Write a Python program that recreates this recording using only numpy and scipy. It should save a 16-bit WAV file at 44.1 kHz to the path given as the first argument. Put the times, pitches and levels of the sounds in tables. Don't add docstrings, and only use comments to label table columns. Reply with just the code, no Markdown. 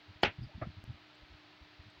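import sys
import numpy as np
from scipy import signal
from scipy.fft import rfft, irfft, next_fast_len
from scipy.io import wavfile
from scipy.ndimage import map_coordinates

SR = 44100
rng = np.random.default_rng(int(sys.argv[2]) if len(sys.argv) > 2 else 0)


def persist_wave(psi):
    counts = np.round(np.clip(psi, -1, 1) * 32767).astype(np.int16)
    wavfile.write(sys.argv[1], SR, np.atleast_2d(counts).T)


def amplitude_ratio(level_db):
    exponent = np.asarray(level_db, float) / 20
    return 10 ** exponent


N = 88200

# f/Hz, rms level/dB, phase drift/rad
HUM_LINES = [(301, -69.5, 0.92), (361.4, -79.5, 3), (625, -80, 2.96), (1290, -78.5, 3.4)]
# f/Hz, density level/dB
LOW_HISS_SPECTRUM = [(25, -32), (110, -7.5), (190, -14.5), (250, -18.5), (340, -12.5), (530, -20),
                     (640, -14), (1000, -14.5)]
# f/Hz, density level/dB
HISS_SPECTRUM = [(1000, -6.5), (2000, -4), (3900, -6.5), (4600, -9), (5100, -15.5), (8200, -39),
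                 (13800, -48.5), (15200, -30)]
# start t/s, level/dB, f/Hz, length t/s
SQUEAKS = [
    (.48, -56, 612, 0.032),
    (.51, -60, 790, 0.021),
    (.53, -59.5, 904, 0.0253),
    (1.095, -60, 1350, 0.026),
    (1.21, -62, 625, 0.036),
]
# start t/s, level/dB, f/Hz, length t/s
RUSTLES = [
    (0.216, -69, 6800, 0.0089),
    (0.41, -62, 4850, 0.029),
    (0.432, -84, 8800, .008),
    (0.711, -68, 4070, 0.0206),
    (1.146, -80, 7750, .008),
    (1.896, -79, 7940, .008),
]
# start t/s, peak level/dB, f/Hz, length t/s
WOBBLES = [(.07, -50, 98.56, 0.0667), (.15, -52.5, 87, 0.025), (.234, -30, 148.5, 0.015),
           (.258, -40.5, 91.8, 0.0491), (.382, -34, 121, 0.0162), (.399, -36, 93.3, 0.027),
           (.414, -39, 153, 0.014), (.425, -36.5, 125, 0.027), (.45, -48.5, 90, 0.027),
           (.541, -41, 86.6, 0.0365), (.573, -39.5, 173, 0.0168), (.611, -32.5, 117.6, .028),
           (.64, -48, 99, 0.028), (.662, -36.5, 167, 0.02), (.675, -44, 87.2, 0.045),
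           (.72, -59, 91.6, 0.038), (.757, -42.5, 92, 0.0493), (.825, -50.5, 93, 0.043),
           (.872, -43, 103.2, 0.0257), (.888, -38, 111.2, .036), (.92, -53, 83.1, 0.056),
           (1.215, -50, 59.3, 0.037), (1.293, -50.5, 71, 0.052), (1.33, -50.5, 81.5, 0.032),
           (1.603, -49, 60.2, 0.044), (1.785, -45.5, 76, 0.0386), (1.845, -52.5, 106, 0.063),
           (1.965, -62, 64.5, .035)]
# f/Hz, density level/dB
RUMBLE_SPECTRUM = [(20, -12), (60, 2.5), (120, 4), (200, -4), (350, -14), (600, -63)]
# f/Hz, density level/dB
SLICE_SPECTRUM = [(150, -36), (250, -5.5), (425, -14), (668, 1.5), (951, -14.5), (1300, -8), (1530, -9.5),
                  (2150, -11.5), (3500, -48), (4550, -67), (7700, -120)]
# start t/s, peak level/dB, f/Hz, length t/s
TAPS = [
    (.611, -46, 310, .03),
    (.613, -43, 610, .012),
    (.618, -35, 680, .016),
    (.621, -46, 1200, .012),
    (.626, -41, 1280, .013),
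    (.634, -48, 1290, .014),
]
# f/Hz, density level/dB
ECHO_SPECTRUM = [(88, -38), (150, -5), (830, -5), (1100, -14.5), (1320, -6.5), (1720, -7), (1860, -6),
                 (2620, -2.5), (6170, -27.5), (8020, -53), (13600, -120)]
# f/Hz, T60 t/s
ROOM_T60 = [(200, .12), (700, 0.15), (2200, 0.1654), (4500, 0.11), (8000, 0.073)]
# t/s after the blow, level/dB
CONTACTS = [
    (0, 5.5),
    (.0004, 5.5),
    (.0017, -5),
    (.0029, 3),
    (.0038, -4.5),
    (.0053, -6),
    (.0062, -3),
    (.0078, -14),
]
# f/Hz, width f/Hz, level/dB
KNOCK_MODES = [(1830, 410, 0), (3308, 640, -1.5), (4410, 750, -5)]
# f/Hz, width f/Hz, level/dB
THUD_MODES = [(360.23, 36, -0.5), (550, 44.1, -5.5), (683, 21, -4), (844, 39, -2.5), (1075, 29, -6)]
# f/Hz, width f/Hz, level/dB
BOARD_MODES = [(1370, 160, -7), (1730, 210, 2.5), (1980, 400, -0.5), (3170, 390, -1), (3270, 100, -2),
               (4740, 590, -10.5), (5400, 400, -13)]
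# f/Hz, width f/Hz, level/dB
DENT_MODES = [(720, 420, 0)]
# f/Hz, density level/dB
CLICK_SPECTRUM = [(6000, -43.5), (8200, -43.5), (10000, -56), (13500, -56), (15000, -45.5)]

CHOP_S, DROP_S = 0.2329, 0.612


def unit(x):
    return x / np.sqrt(np.mean(x ** 2) + 1e-20)


def peaked(x, db):
    return amplitude_ratio(db) * x / abs(x).max()


def along(points, hz):
    f, v = np.transpose(points)
    return np.interp(np.log(hz + 1), np.log(f + 1), v)


def wander(rate):
    knots = rng.standard_normal(int(N * rate / SR) + 4)
    return map_coordinates(knots, [np.arange(N) * rate / SR])


def filtered(x, response):
    m = next_fast_len(N + SR // 2)
    return irfft(rfft(x, m) * response(np.fft.rfftfreq(m, 1 / SR)), m)[:N]


def body(modes):
    def response(f):
        total = 0
        for k, (centre, width, db) in enumerate(modes):
            damping = 1j * f * width
            total = total + (-1) ** k * amplitude_ratio(db) * damping / (centre ** 2 - f ** 2 + damping)
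        return total
    return response


def tinted(spectrum):
    return unit(filtered(rng.standard_normal(N), lambda hz: amplitude_ratio(along(spectrum, hz))))


def swell(start, rise, t60, hold=0):
    t = np.arange(N) / SR - start
    attack = np.sin(np.pi / 2 * np.clip(t / rise, 0, 1)) ** 2
    return attack * amplitude_ratio(-60 * np.clip(t - rise - hold, 0, None) / t60)


def gated(noise, envelope):
    shaped = noise * envelope
    return shaped * np.sqrt(np.sum(envelope ** 2) / np.sum(shaped ** 2))


def bursts(rows, rough, overtone_db, rate=60):
    out = np.zeros(N + SR)
    drift = rough * wander(rate)
    for s, db, hz, length in rows:
        i = round(s * SR)
        t = np.arange(round(length * SR)) / SR
        phase = 2 * np.pi * hz * t + rng.uniform(0, 2 * np.pi) + np.resize(drift[i:], len(t))
        tone = np.sin(phase) + amplitude_ratio(overtone_db) * np.sin(2 * phase)
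        out[i:i + len(t)] += amplitude_ratio(db) * np.sin(np.pi * t / length) ** 2 * tone
    return out[:N]


def room_tone():
    t = np.arange(N) / SR
    hum = 0
    for hz, db, drift in HUM_LINES:
        level = np.sqrt(2) * amplitude_ratio(db + 0.5 * wander(3.4))
        hum = hum + level * np.sin(2 * np.pi * hz * t + drift * wander(14))
    low = amplitude_ratio(-67) * tinted(LOW_HISS_SPECTRUM + [(1200, -72.5)])
    high = amplitude_ratio(-62.5 + 0.5 * wander(2.3)) * tinted([(800, -65)] + HISS_SPECTRUM)
    return hum + low + high


def gloves():
    noise = rng.standard_normal(N)
    rustle = 0
    for s, db, hz, length in RUSTLES:
        band = filtered(noise, lambda f: np.exp(-((f / hz - 1) / 0.08) ** 2))
        rustle = rustle + amplitude_ratio(db) * gated(band, swell(s, length, 3 * length))
    return rustle + bursts(SQUEAKS, 0.43, overtone_db=-50, rate=150)


def table():
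    rumble = tinted(RUMBLE_SPECTRUM)
    shake = 0
    for s, db, _, length in WOBBLES:
        shake = shake + amplitude_ratio(db) * gated(rumble, swell(s, length / 2, t60=0.14))
    return bursts(WOBBLES, 0.12, overtone_db=-20) + amplitude_ratio(-13) * shake


def drop():
    tumble = gated(tinted(SLICE_SPECTRUM), swell(DROP_S, 0.0071, t60=0.12))
    return amplitude_ratio(-40.5) * tumble + bursts(TAPS, 0.76, overtone_db=-30)


def echo():
    start = CHOP_S + 0.011
    hz, t, z = signal.stft(tinted(ECHO_SPECTRUM)[:SR // 2], SR, nperseg=256)
    decay = amplitude_ratio(-60 * t / along(ROOM_T60, hz)[:, None])
    tail = signal.istft(z * decay, SR, nperseg=256)[1]
    out = np.zeros(N)
    out[round(start * SR):][:len(tail)] = tail
    return amplitude_ratio(-25) * out * swell(start, 0.0053, t60=0.34, hold=0.049)


def dull(hz):
    x = hz / 5400
    return 1 / (1 + 1j * x / 0.6 - x ** 2) / (1 + 1j * x / 1.2 - x ** 2)


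def steep(modes):
    return lambda hz: body(modes)(hz) * dull(hz) ** 2


def strike():
    blows = np.zeros(N)
    for s, db in CONTACTS:
        blows[round((CHOP_S + s) * SR)] = amplitude_ratio(db)
    knock = filtered(blows, steep(KNOCK_MODES))
    first = (np.arange(N) == round(CHOP_S * SR)) * 1.0
    thud = filtered(first, lambda hz: body(THUD_MODES)(hz) / (1 + 1j * hz / 900))
    push = filtered(swell(CHOP_S, 0.0005, t60=0.001), body(DENT_MODES))
    return peaked(knock, -13.5) + peaked(thud, -20.5) + peaked(push, -13.5)


def scrape():
    grain = filtered(rng.standard_normal(N), steep(BOARD_MODES))
    split_s = 0.0079
    split = amplitude_ratio(-41) * gated(grain, swell(CHOP_S - split_s, split_s, t60=0.0043))
    rattle = amplitude_ratio(-24) * gated(grain, swell(CHOP_S, 0.00096, t60=0.025, hold=0.005))
    hit = rng.standard_normal(N) * swell(CHOP_S - 0.006, 0.0076, t60=0.012)
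    click = filtered(hit, lambda hz: amplitude_ratio(along(CLICK_SPECTRUM, hz)) * (hz > 5800))
    return split + rattle + click


def chop():
    return strike() + scrape()


def scene():
    return (chop() + echo() + drop() + table() + gloves() + room_tone())[None]


def low_pass(x):
    return signal.sosfilt(signal.butter(12, 15500, fs=SR, output="sos"), x)


def record(dry):
    gap_s, stub_s, stub_end_s, fade_s, back_s = 0.838, 0.84, 0.8422, 0.844, 0.8484
    t = np.arange(N) / SR
    fading = 0.59 * dry * np.clip((t - fade_s) / (back_s - fade_s), 0, 1)
    in_stub = (t >= stub_s) & (t < stub_end_s)
    stub = dry - dry[:, in_stub].mean() - 0.007
    gap = np.where(in_stub, stub, fading)
    mix = np.where((t < gap_s) | (t > back_s), dry, gap)
    return low_pass(mix)


dry = scene()
out = record(dry)
persist_wave(out)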